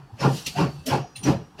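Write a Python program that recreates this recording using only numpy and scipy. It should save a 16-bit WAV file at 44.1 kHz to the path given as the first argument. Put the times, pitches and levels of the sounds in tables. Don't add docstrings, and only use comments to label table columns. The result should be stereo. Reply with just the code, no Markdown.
import sys
import numpy as np
from scipy import signal
from scipy.fft import rfft, irfft, next_fast_len
from scipy.io import wavfile
from scipy.ndimage import uniform_filter1d, map_coordinates

SR = 44100
rng = np.random.default_rng(int(sys.argv[2]) if len(sys.argv) > 2 else 0)


def master(y):
    cut = np.clip(np.atleast_2d(y).T, -1, 1)
    pcm = np.round(cut * 32767)
    wavfile.write(sys.argv[1], SR, pcm.astype(np.int16))


def decibels_to_gain(level_db):
    exponent = np.asarray(level_db, float) / 20
    return 10 ** exponent


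N = 70560
T = np.arange(N) / SR
SHARED = np.array([[1], [0]])

# (frequency [Hz], level [dB])
RUMBLE_COLOUR = [(18, -14), (30, 11.5), (309, -3), (392, -9), (523, -6.5), (883, -4.5), (955, -5),
                 (2660, -20.5), (15800, -43)]
# (frequency [Hz], time to fall 60 dB [s])
YARD_ECHO = [(100, 0.38), (1000, 0.33), (5000, 0.48), (11000, 0.079)]
# (time [s], level [dB], pitch [Hz], left over right [dB], dull rush [dB])
THUDS = [
    (0.136, -45.5, 112.1, 31, -26.5),
    (0.474, -42, 150, 2, 3.5),
    (1.198, -47.5, 125.2, 28, -32),
]
# (pitch [Hz], level [dB], time to fall 60 dB [s])
ROD_RING = [(9150, -52, .6), (9235, -53, .6), (2720, -42, .07), (4100, -42, .05), (6300, -50, .06),
            (15100, -61, .1)]
# (start [s], level [dB], pitch [Hz], end [s])
WHEEL_SINGING = [(.01, -81, 4500, .15), (.5, -66, 4500, .79), (.79, -65, 2650, .85), (1.0, -69, 5750, 1.13),
                 (1.01, -68, 6500, 1.09), (1.04, -67, 5000, 1.15), (1.4, -71, 5650, 1.45)]
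# (time [s], level [dB], fall [dB per s], brightness [dB per octave])
SPITS = [
    (0.464, -27.5, 482, 4.5),
    (0.863, -34, 315, 9),
    (1.161, -43, 379, 4.8),
    (1.234, -39, 262, 5),
]
# (frequency [Hz], level [dB])
SPIT_COLOUR = [(1200, -85), (1900, 3), (2300, 3.5), (3000, 5), (4300, -1.5), (6000, -5.5), (8000, -16),
               (12200, -22.5), (15800, -35)]
# (loudest time [s], level [dB], rise [dB per s], fall [dB per s])
LEAKS = [
    (0.381, -38, 173, 300),
    (0.528, -46, 142, 189),
    (0.802, -57.5, 37, 150),
    (1.079, -70.5, 47, 5),
]
# (frequency [Hz], level [dB])
LEAK_COLOUR = [(880, -6.5), (1500, -11.5), (2120, -7), (2250, -14), (2790, -3), (4220, -4), (4570, -3),
               (13100, -19.5), (15800, -27)]
# (peak time [s], roar [dB], smokebox ringing [dB], jet hiss [dB], jet lead [s])
PUFFS = [
    (-.05, -49.5, -51, -56, 0.017),
    (0.251, -20.5, -19.5, -36, 0.048),
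    (0.611, -25, -21.5, -36.5, 0.046),
    (0.934, -27.5, -21, -35, 0.049),
    (1.286, -22, -24, -35, 0.026),
    (1.64, -32, -23.5, -37.5, 0.039),
]
# (pitch [Hz], width [Hz], level [dB])
SMOKEBOX = [(290, 57, -0.5), (359, 45, -1.5), (561.6, 11.3, 5), (519, 43, 3), (706, 32, 3.5), (826, 45, -2),
            (937, 33, 1), (1045, 36, -2.5), (1158, 66, -4.5), (1384, 83, -6.5)]
# (frequency [Hz], level [dB])
ROAR_COLOUR = [(24, -83), (40, -12), (145, 1.5), (221, -3), (294, -9.5), (626, -7.5), (920, -21),
               (1960, -32), (2200, -67), (2860, -50), (4840, -120)]
# (frequency [Hz], level [dB])
JET_COLOUR = [(880, -4), (1500, 1.5), (2200, 5), (2500, 6.5), (3900, -4), (4800, 0.5), (8750, -19),
              (11800, -21.5), (15800, -41)]
# (time [s], level [dB], pitch [Hz], hold [s], fall [dB per s])
BOOMS = [(.002, -44, 139, 0.0079, 399), (0.247, -28.5, 134, 0.071, 344), (0.248, -33.5, 284.2, 0.035, 359),
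         (0.339, -34.5, 143.8, 0.027, 1000), (0.473, -53, 74.3, 0.057, 400), (.465, -54, 159.7, 0.051, 693),
         (0.667, -47, 75, .04, 400), (0.591, -22.5, 135, 0.013, 389), (0.598, -37.5, 290, 0.055, 503),
         (0.612, -20.5, 159.9, 0.023, 497), (0.592, -32, 382.8, 0.027, 400),
         (0.645, -26, 138.7, 0.019, 601), (.695, -49.5, 150.3, 0.12, 600), (0.797, -54, 80, 0.036, 500),
         (0.876, -31.5, 264, 0.016, 600), (0.913, -38, 95, 0.027, 500), (0.918, -28, 129.6, 0.032, 900),
         (0.974, -41.5, 139.4, .05, 984), (1.038, -58, 149, 0.0085, 700), (1.162, -60.5, 131.2, 0.051, 494),
         (1.262, -27, 135, 0.023, 304), (1.263, -28, 290, 0.047, 603), (1.28, -30, 182.2, 0.021, 366),
         (1.332, -37, 150, 0.02, 602), (1.403, -52.5, 135, 0.054, 503)]
# (middle time [s], level [dB], pitch [Hz], length [s])
WHISTLES = [(.108, -60, 800, .015), (.216, -39, 550, .035), (.213, -41, 5300, .018), (.245, -39, 1010, .03),
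            (.257, -37, 834, .03), (.31, -39, 540, .02), (.469, -40, 2750, .012), (.47, -41, 4150, .018),
            (.47, -46, 5950, .025), (.475, -63, 1300, .02), (.566, -33, 700, .014), (.595, -37, 905, .035),
            (.59, -45, 2700, .015), (.635, -42, 1110, .02), (.878, -45, 436, .018), (.877, -36, 620, .018),
            (.895, -41, 5200, .02), (.906, -33, 560, .022), (.93, -38, 1056, .015), (.945, -36, 885, .04),
            (1.05, -52, 705, .04), (1.246, -37, 5950, .014), (1.33, -40, 544, .05),
            (1.597, -52, 2700, .015), (1.597, -54, 3400, .015), (1.605, -44, 650, .03),
            (1.605, -53, 400, .03), (1.605, -50, 850, .02)]
# (frequency [Hz], left over right [dB])
LEFT_LOUDER = [(140, 2), (280, -1), (580, 7), (700, -5), (850, 1.5), (1050, 5.5), (3000, 4), (12000, 13)]
# (frequency [Hz], phase [radians])
LEFT_LEADS = [(265, -.1), (430, 1.6), (540, -1.3), (720, -1), (840, -3.9), (1010, -2.8), (1150, -2),
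              (1600, 0)]
# (frequency [Hz], likeness [0 to 1])
ALIKE = [(40, 0.76), (120, 0.95), (1200, 0.83), (3000, 0.45), (8000, 0.05)]


def unit(x):
    return x / np.sqrt(np.mean(x ** 2) + 1e-20)


def along(points, hz):
    f, value = np.transpose(points)
    return np.interp(np.log(hz + 1), np.log(f + 1), value)


def wobble(rate):
    knots = rng.standard_normal(int(N * rate / SR) + 4)
    return map_coordinates(knots, [T * rate])


def filtered(x, response):
    size = next_fast_len(N + SR // 2)
    spectrum = rfft(x, size) * response(np.fft.rfftfreq(size, 1 / SR))
    return irfft(spectrum, size)[..., :N]


def swell(start, db, rise, fall, hold=0):
    before = decibels_to_gain(np.clip(rise * (start - T), -99, 200))
    after = decibels_to_gain(np.clip(fall * (T - start - hold), -99, 200))
    return 2.5 * decibels_to_gain(db) / (before + 1 / 2 + after)


def resonance(f, hz, width):
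    return 1 / (1 + ((f - hz) / width) ** 2)


def steam(colour, patchy_db):
    z = signal.stft(rng.standard_normal((2, N)), nperseg=512)[2]
    streaks = uniform_filter1d(rng.standard_normal(z.shape[1:]), size=2, axis=0)
    streaks = unit(uniform_filter1d(streaks, size=6, axis=1))
    uneven = z * decibels_to_gain(patchy_db * np.clip(streaks, -3, 1.5))
    noise = signal.istft(uneven, nperseg=512)[1][:, :N]
    return unit(filtered(noise, colour))


def tone(hz, wander, rate):
    pitch = hz * (1 + wander * wobble(rate))
    return np.sqrt(2) * np.sin(2 * np.pi * np.cumsum(pitch) / SR)


def train_rumble():
    loudness = decibels_to_gain(-50 + 0.35 * wobble(9.74))
    return loudness * steam(lambda f: decibels_to_gain(along(RUMBLE_COLOUR, f)), patchy_db=3)


def station_echo(x):
    hz, t, z = signal.stft(rng.standard_normal((2, SR // 2)), SR, nperseg=256)
    fading = z * decibels_to_gain(-60 * t / along(YARD_ECHO, hz)[:, None])
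    tail = signal.istft(fading, SR, nperseg=256)[1]
    tail = tail / np.linalg.norm(tail[0])
    return decibels_to_gain(-16.5) * signal.fftconvolve(x, tail, axes=1)[:, :N]


def rod_thuds():
    rush = steam(lambda f: f / (60 + f) / (1 + (f / 450) ** 4), patchy_db=-1.0)
    total = 0
    for time, db, hz, side_db, rush_db in THUDS:
        push = tone(hz, 0.101, 36.0) + decibels_to_gain(rush_db) * rush
        sides = decibels_to_gain([[side_db / 2], [-side_db / 2]])
        total = total + push * swell(time, db, rise=1900, fall=760, hold=0.0029) * sides
    return total


def wheel_singing():
    total = 0
    for start, db, hz, end in WHEEL_SINGING:
        note = tone(hz, 0.012, 450) * decibels_to_gain(2.2 * wobble(60.2))
        total = total + note * swell(start, db, rise=540, fall=130, hold=end - start)
    return SHARED * total


def rod_clink():
    strike_s, hold_s = 1.158, 0.099
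    since = np.maximum(T - strike_s, 0)
    ring = 0
    for hz, db, t60 in ROD_RING:
        fading = decibels_to_gain(db - 60 * since / t60 + 4 * wobble(170))
        ring = ring + fading * tone(hz, 0.00678, 300)
    return SHARED * ring * swell(strike_s, -6.0, rise=3800, fall=2000, hold=hold_s)


def gland_spits():
    total = 0
    for time, db, fall, tilt_db in SPITS:
        def colour(f):
            return decibels_to_gain(along(SPIT_COLOUR, f) + tilt_db * np.log2((f + 1) / 4000))
        total = total + steam(colour, patchy_db=1.5) * swell(time, db, 4500, fall)
    return total


def gland_leaks():
    hiss = steam(lambda f: decibels_to_gain(along(LEAK_COLOUR, f)), patchy_db=3.5)
    return hiss * sum(swell(*leak) for leak in LEAKS)


def whistling_tones():
    total = 0
    for time, db, hz, length in WHISTLES:
        note = tone(hz, 0.035, 400) * decibels_to_gain(2.5 * wobble(250))
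        total = total + note * swell(time - length / 2, db, rise=1800, fall=1000, hold=length)
    return SHARED * total


def chimney_booms():
    total = 0
    for time, db, hz, hold, fall in BOOMS:
        note = tone(hz, 0.06, 70) * decibels_to_gain(2.5 * wobble(49.53))
        total = total + note * swell(time, db, 1000, fall, hold)
    return SHARED * total


def smokebox_colour(f):
    power = sum((decibels_to_gain(db) * resonance(f, hz, width)) ** 2 for hz, width, db in SMOKEBOX)
    return np.sqrt(power) / (1 + (f / 2000) ** 4)


def exhaust_puffs():
    ringing = steam(smokebox_colour, patchy_db=2.0)
    roar = steam(lambda f: decibels_to_gain(along(ROAR_COLOUR, f)), patchy_db=4.5)
    jet = steam(lambda f: decibels_to_gain(along(JET_COLOUR, f)), patchy_db=3.5)
    jet = unit(jet * decibels_to_gain(0.39 * wobble(120)))
    ring_rise, ring_fall = 710, 358
    total = 0
    for time, roar_db, ring_db, jet_db, lead in PUFFS:
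        opening = swell(time - lead, jet_db - 4.0, rise=1040, fall=245, hold=lead + 0.0029)
        second_swell = swell(time, jet_db - 2.5, ring_rise, ring_fall)
        total = total + roar * swell(time, roar_db, rise=464, fall=251, hold=0.018)
        total = total + ringing * swell(time, ring_db, ring_rise, ring_fall)
        total = total + jet * (opening + second_swell)
    return total


def two_microphones(pair):
    left_lag_s = 0.000685
    side = np.array([[1], [-1]])

    def blend(f):
        angle = np.arccos(np.clip(along(ALIKE, f), 0, 1)) / 2
        return np.array([np.cos(angle), np.sin(angle)])

    def side_response(f):
        phase = along(LEFT_LEADS, f) / 2 - np.pi * left_lag_s * f
        return decibels_to_gain(side * along(LEFT_LOUDER, f) / 2) * np.exp(1j * side * phase)

    same, other = filtered(pair, blend)
    return filtered(np.array([same + other, same - other]), side_response)


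def scene():
    engine = exhaust_puffs() + chimney_booms() + whistling_tones()
    engine = engine + gland_spits() + gland_leaks() + rod_clink() + wheel_singing()
    rumble = train_rumble()
    return two_microphones(engine + station_echo(engine) + rumble) + rod_thuds()


def top_cut(x):
    return signal.sosfilt(signal.butter(12, 15850, fs=SR, output="sos"), x)


def record(dry):
    top_hz, bass_hz = 15850, 55
    soft = dry / (1 + np.abs(dry / 0.9) ** 4) ** (1 / 4)
    mix = filtered(soft, lambda f: (f < top_hz) * f ** 2 / (f ** 2 + bass_hz ** 2))
    return top_cut(mix)


dry = scene()
out = record(dry)
master(out)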